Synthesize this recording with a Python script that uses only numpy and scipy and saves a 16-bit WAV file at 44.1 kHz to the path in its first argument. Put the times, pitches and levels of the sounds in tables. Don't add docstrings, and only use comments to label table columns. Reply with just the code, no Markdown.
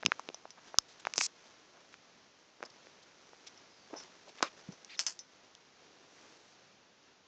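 import sys
import numpy as np
from scipy import signal
from scipy.fft import rfft, irfft, next_fast_len
from scipy.io import wavfile

SR = 44100
rng = np.random.default_rng(int(sys.argv[2]) if len(sys.argv) > 2 else 0)


def transcribe(u):
    v = np.clip(np.atleast_2d(u).T, -1, 1)
    q = np.round(v * 32767).astype(np.int16)
    wavfile.write(sys.argv[1], SR, q)


N = 320827
TIME = np.arange(N) / SR
HIT_SAMPLES = 4096

# (time [s], body pitch [Hz], body level [dB], crack pitch [Hz], crack level [dB], tick [dB], body Q)
DRY_CLICKS = [(0.0277, 540, -8.5, 2830, -18, -30, 0.66), (0.0325, 650, 1.5, 1730, -1.5, -35, 1.6),
              (0.0519, 206, 2, 2760, -9.5, -10, 1.3), (0.0614, 1080, 3, 2870, 15, 8, 1.8),
              (0.119, 530, 1.5, 1590, 13.5, -29, 1.05), (0.1949, 970, 3, 1190, -1.5, -14.5, 1.03),
              (0.2885, 424, 2, 2920, -7.5, -40, 0.83), (0.3003, 470, -2.5, 2720, -29, -41, 1.3),
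              (0.3443, 665, -6.5, 3330, -20, -35, 1.3), (0.454, 670, -1, 1670, -25, -41, 1.52),
              (0.7431, 686, 2, 1690, -15, -40, 1.33), (0.7855, 1192, 10, 3230, 8, 17.5, 1.96),
              (1.0518, 970, -4.5, 2830, -9, -38, 0.71), (1.0696, 727, 11, 1800, 5.5, -12.5, 1.38),
              (1.1372, 1160, -17, 2420, -4.5, -3.5, 1.36), (1.1584, 930, -12, 2470, -23, -10, 1),
              (1.1797, 470, 5, 2290, -4.5, 10, 0.66), (1.1871, 860, -9, 2670, -8, -0.5, 1.1),
              (1.2084, 470, -18, 2300, 5, -12, 1.6), (1.2115, 890, 2.5, 2230, 6, 3, 1.22),
              (1.9412, 380, -24, 1710, -13, -30.5, 0.85), (2.6053, 430, -8, 1620, -26, -42, 1),
              (2.6278, 533, 1.5, 1640, -3.5, -22, 1), (2.6362, 480, -2, 2060, -18, -25, 1.1),
              (2.8695, 513, -10, 1940, -18.5, -40, 1.5), (3.9394, 550, 2.5, 2420, -26, -32, 1.25),
              (4.4066, 690, -3, 2200, -25, -39, 1), (5.5507, 1320, -38, 3200, -15.5, -22, 3.4)]
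TOY_SLAPS = [(4.4253, 1130, 1, 4170, -2.5, 1.2, .7), (4.4276, 556, 10.7, 1260, 11, 2.2, 0.63)]
# (time [s], pitch [Hz], level [dB], Q)
LOW_THUDS = [(0.0501, 215, 12.5, 1.32), (0.0667, 200, 5.5, 0.65), (0.084, 210, 1, 0.8),
             (0.7845, 79.7, -1.5, 0.25), (1.1808, 254, -2.5, 0.86), (1.1875, 262, -0.5, 1.6),
             (3.333, 700, -14.5, 0.79), (3.9314, 330, 8.5, 2.7), (4.4274, 323, 10, 2.9),
             (4.6875, 175, 10, 1.74)]
# (time [s], level [dB], ring time [x normal], tick [dB], favoured pitch [Hz])
TAG_HITS = [(0.0613, -41, 0.63, -33, 5300), (0.344, -33.5, 0.28, -29, 6100), (0.505, -44, 0.52, -22, 6200),
            (0.7864, -39.5, 0.44, -30.5, 5180), (3.473, -44.5, 0.6, -29, 5700),
            (3.575, -49, .45, -33, 5450), (4.722, -53, 1.8, -28, 6150), (4.847, -45, .23, -24, 6100),
            (4.9923, -22, 0.35, 3, 5700), (5.065, -21, .55, -1, 6200), (5.191, -39, 1.46, -20, 6240)]
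# (pitch [Hz], level [dB], normal time to fade by 60 dB [s])
TAG_TONES = [(1950, -11, 0.029), (3570, -9, 0.034), (4630, -12.5, .06), (5212, -0.5, .085),
             (5600, 1.5, 0.03986), (5895, -7.5, 0.073), (6030, -5.5, 0.086), (6256, -5, 0.032),
             (6900, -14.5, 0.046)]
# (frequency [Hz], level [dB])
RATTLE_COLOUR = [(180, -53), (300, -16.5), (476, -33), (735, -14.5), (1200, -18), (1610, -11.5),
                 (2220, -16.5), (3240, -12), (3880, -23), (4530, -4), (6160, -6), (8500, -8), (11000, -60),
                 (18700, -120)]
# (start [s], length [s], level [dB])
TAG_SLIDES = [(3.96, 0.048, -49), (4.011, 0.018, -58), (4.972, 0.026, -54)]
# (frequency [Hz], level [dB])
CLAW_COLOUR = [(180, -73), (300, -48), (483, -40), (666, -45), (777, -32), (1060, -24.5), (1610, -29),
               (2480, -19.5), (3100, -24.5), (5590, -6.5), (7290, -8.5), (8500, -6.5), (11000, -59),
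               (18700, -120)]
# (start [s], length [s], level [dB], pitch [Hz], Q)
RUB_STROKES = [(0.572, 0.026, -56, 950, 1.1), (0.877, 0.059, -61.5, 4300, 0.89),
               (0.992, 0.019, -53.5, 5460, 0.35), (1.732, 0.06, -63.5, 704, 0.59),
               (1.923, 0.028, -61.5, 2400, 0.47), (2.614, 0.069, -58, 597, 0.47),
               (2.649, .017, -52, 5200, 3.6), (2.698, 0.01, -57, 4800, 2.1), (3.024, .019, -62, 4300, 1.2),
               (3.463, 0.026, -53, 3700, 0.79), (3.9, .016, -55.5, 500, 1.2),
               (3.921, 0.061, -50.5, 567, 0.89), (4.032, .007, -57, 4400, 1.2),
               (4.268, 0.039, -56.5, 560, 1.1), (4.279, 0.026, -56, 3450, 0.71),
               (4.376, .023, -53, 1800, 0.44), (4.431, 0.06, -50.5, 2200, 0.72),
               (4.672, 0.076, -57, 259, 0.65), (5.72, 0.79, -70.5, 377, 1.14), (6.049, 0.54, -71, 5300, .7)]
# (time of the peak [s], level [dB], time to fade by 10 dB [s])
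FUR_MOVES = [(0.21, -60, 0.5), (0.68, -58, 0.07), (1.1, -61, 0.4), (1.521, -61.5, 0.38), (1.88, -65.5, 0.1),
             (2.8, -65.5, 1), (3.451, -64, 0.46), (3.999, -53, 0.09), (4.4, -60, 0.3), (4.78, -62, 1),
             (6.27, -60.5, 0.38)]
# (frequency [Hz], level [dB])
RUSTLE_COLOUR = [(90, -16.5), (170, -4.5), (400, 2.5), (800, -0.5), (1500, -1.5), (3000, -6), (4500, -6),
                 (6000, -3.5), (7500, -14)]
# (start [s], length [s], pitch at both ends [Hz], middle pitch [Hz], level [dB], hiss against tone [dB])
SQUEAK_GLIDES = [(3.686, 0.11, 4800, 5130, -70, -10), (3.775, .11, 4760, 4560, -70, -12),
                 (4.889, 0.0685, 1925, 2494, -58.5, 2), (4.89, 0.076, 3100, 4750, -58.5, -1)]
# (frequency [Hz], level [dB])
ECHO_COLOUR = [(100, -18.5), (300, 5), (1300, -0.5), (2500, 1), (6000, -2.5), (8000, -5.5)]
# (frequency [Hz], level [dB])
BACKGROUND_COLOUR = [(18, -46), (30, -24.5), (97, -9.5), (126, -7.5), (183, -4.5), (345, -4.5), (468, -5),
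                     (650, -5.5), (1250, -8), (1380, -8), (1510, -9), (3440, -11), (6040, -12.5),
                     (6960, -17.5), (8200, -37), (10700, -67.5), (18000, -120)]


def clicks(rows, tick_hz=5650, tick_q=2.4, echo_db=-11, echo_s=.00079):
    out = np.zeros(N)
    for time, body_hz, body_db, crack_hz, crack_db, tick_db, q in rows:
        body = knock(body_hz, body_db, q)
        crack = knock(crack_hz, crack_db, 1.38 * q)
        tick = knock(tick_hz, tick_db, tick_q)
        add(out, time, body - crack + tick)
    echo = np.interp(TIME - echo_s, TIME, out, left=0)
    return out + gain(echo_db) * echo


def thuds():
    out = np.zeros(N)
    for time, hz, db, q in LOW_THUDS:
        add(out, time, knock(hz, db, q))
    return out


def collar_tag(hard_db=-31, bounce_s=.005, bounce_loss_db=9, rattle_db=-11, fade_db_per_s=422):
    out, rattle_level = np.zeros(N), np.zeros(N)
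    for time, db, ring_scale, tick_db, favoured_hz in TAG_HITS:
        hard = db > hard_db
        for bounce in range(4 if hard else 1):
            loss = bounce * bounce_loss_db
            add(out, time + bounce * bounce_s, clink(db - loss, ring_scale, tick_db - loss, favoured_hz))
        if hard:
            add(rattle_level, time, gain(db + rattle_db - fade_db_per_s * TIME[:SR // 4]))
    rattle = unit(colour(crackle(per_second=3600, spread_db=2.5), RATTLE_COLOUR))
    return out + rattle * rattle_level


def clink(db, ring_scale, tick_db, favoured_hz, focus_db=9, focus_width_hz=450):
    t = TIME[:HIT_SAMPLES]
    hz, tone_db, ring_s = np.transpose(TAG_TONES)[:, :, None]
    scatter_db, direction = rng.standard_normal((2, len(TAG_TONES), 1))
    spot_db = focus_db * (np.exp(-((hz - favoured_hz) / focus_width_hz) ** 2) - 1)
    strength = np.sign(direction) * gain(db + tone_db + spot_db + scatter_db)
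    fade = np.exp(-np.log(1000) * t / (ring_s * ring_scale))
    tones = strength * np.cos(2 * np.pi * hz * t) * fade
    tick = knock(5600, tick_db, 1.2) - knock(1900, tick_db - 11, 0.54)
    return tones.sum(axis=0) + tick


def tag_slide(q=55):
    slips, pressure = crackle(per_second=4600, spread_db=2.0), np.zeros(N)
    for start, length, db in TAG_SLIDES:
        add(pressure, start, gain(db) * fade_in_out(length, edges=0.27))
    singing = sum(gain(db) * ring_s * resonate(slips, hz, q) for hz, db, ring_s in TAG_TONES)
    return unit(singing) * pressure


def claw_rasp(start_s=1.16, full_s=1.219, free_s=1.265, db=-32.5):
    rasp = unit(colour(crackle(per_second=9000, spread_db=.5), CLAW_COLOUR))
    rise_db = 217.5 * np.minimum(TIME - full_s, 0)
    release_db = 5003 * np.minimum(free_s - TIME, 0)
    return rasp * gain(db + rise_db + release_db) * (TIME > start_s)


def rubs():
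    out, slips = np.zeros(N), crackle(per_second=4400, spread_db=1.0)
    for start, length, db, hz, q in RUB_STROKES:
        shape = fade_in_out(length)
        scrape = resonate(slips[int(start * SR):][:len(shape)], hz, q)
        add(out, start, gain(db) * shape * unit(scrape))
    return out


def fur_rustle(flutter_db=1.3):
    hairs = unit(colour(crackle(per_second=4500, spread_db=2.0), RUSTLE_COLOUR))
    power = np.zeros(N)
    for peak_s, db, fade_s in FUR_MOVES:
        from_peak = np.maximum(TIME - peak_s, (peak_s - TIME) / 1.2)
        power += gain(db - 10 * from_peak / fade_s) ** 2
    return hairs * np.sqrt(power) * gain(flutter_db * wander(per_second=22))


def squeaks(width_hz=160):
    out, smooth = np.zeros(N), signal.butter(2, width_hz, fs=SR, output="sos")
    swirls = rng.standard_normal((len(SQUEAK_GLIDES), 3, SR // 4))
    for (start, length, end_hz, middle_hz, db, hiss_db), noise in zip(SQUEAK_GLIDES, swirls):
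        shape = fade_in_out(length, edges=0.26)
        real, imaginary, air = noise[:, :len(shape)]
        hz = end_hz + (middle_hz - end_hz) * np.sin(np.linspace(0, np.pi, len(shape)))
        waver = signal.sosfilt(smooth, real + 1j * imaginary)
        tone = np.real(waver * np.exp(2j * np.pi * np.cumsum(hz) / SR))
        hiss = gain(hiss_db) * unit(resonate(air, hz.mean(), 1.4))
        add(out, start, gain(db) * shape * (unit(tone) + hiss))
    return out


def room_echo(sound, fade_s=0.13, delay_s=.003):
    t = TIME[:SR // 2]
    noise = colour(rng.standard_normal(len(t)), ECHO_COLOUR)
    tail = noise * np.exp(-np.log(1000) * t / fade_s) * (t > delay_s)
    return signal.fftconvolve(sound, tail / np.sqrt(np.sum(tail ** 2)))[:N]


def background(db=-64.5, drift_db=1.2):
    noise = unit(colour(rng.standard_normal(N), BACKGROUND_COLOUR))
    return noise * gain(db + drift_db * wander(per_second=7.2))


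def knock(hz, db, q):
    return gain(db) * resonate(signal.unit_impulse(HIT_SAMPLES), hz, q)


def resonate(sound, hz, q):
    b, a = signal.iirpeak(hz, max(q, .35), fs=SR)
    return signal.lfilter(b, a, signal.lfilter(b, a, sound + 1e-18))


def crackle(per_second, spread_db):
    size = gain(spread_db * np.minimum(rng.exponential(size=N), 5))
    catches = rng.random(N) < per_second / SR
    return unit(catches * size * rng.standard_normal(N))


def colour(sound, points):
    hz, db = np.transpose(points)
    size = next_fast_len(len(sound))
    frequencies = np.fft.rfftfreq(size, 1 / SR) + 1
    curve = gain(np.interp(np.log(frequencies), np.log(hz), db))
    return irfft(rfft(sound, size) * curve, size)[:len(sound)]


def fade_in_out(length, edges=0.39):
    return signal.windows.tukey(int(length * SR), edges)


def wander(per_second):
    return 1.1 * np.interp(TIME * per_second, np.arange(N), rng.standard_normal(N))


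def add(out, time, sound):
    first = int(time * SR)
    out[first:first + len(sound)] += sound[:N - first]


def gain(db):
    return 10 ** (np.asarray(db) / 20)


def unit(sound):
    return sound / np.sqrt(np.mean(sound ** 2))


def scene():
    slap = clicks(TOY_SLAPS, tick_hz=5530, tick_q=1.5)
    tag = collar_tag() + tag_slide()
    close = clicks(DRY_CLICKS) + thuds() + rubs() + claw_rasp() + squeaks() + fur_rustle()
    early_echo = gain(-14) * room_echo(slap, fade_s=0.024, delay_s=0.0025)
    late_echo = room_echo(gain(-14) * slap + gain(-16) * tag + gain(-42) * close)
    return (close + slap + tag + early_echo + late_echo + background())[None]


def record(dry, opening_hz=4330, treble_hz=7354, band_hz=9200, top_hz=15000, ceiling=0.74):
    _, poles = signal.iirpeak(opening_hz, Q=2.3, fs=SR)
    heard = signal.lfilter(poles[::-1], poles, dry)
    heard = signal.sosfilt(signal.butter(14, treble_hz, fs=SR, output="sos"), heard)
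    heard = signal.sosfilt(signal.ellip(8, .2, 70, band_hz, fs=SR, output="sos"), heard)
    clipped = np.clip(heard, -ceiling, ceiling)
    return signal.sosfilt(signal.ellip(8, .2, 70, top_hz, fs=SR, output="sos"), clipped)


dry = scene()
out = record(dry)
transcribe(out)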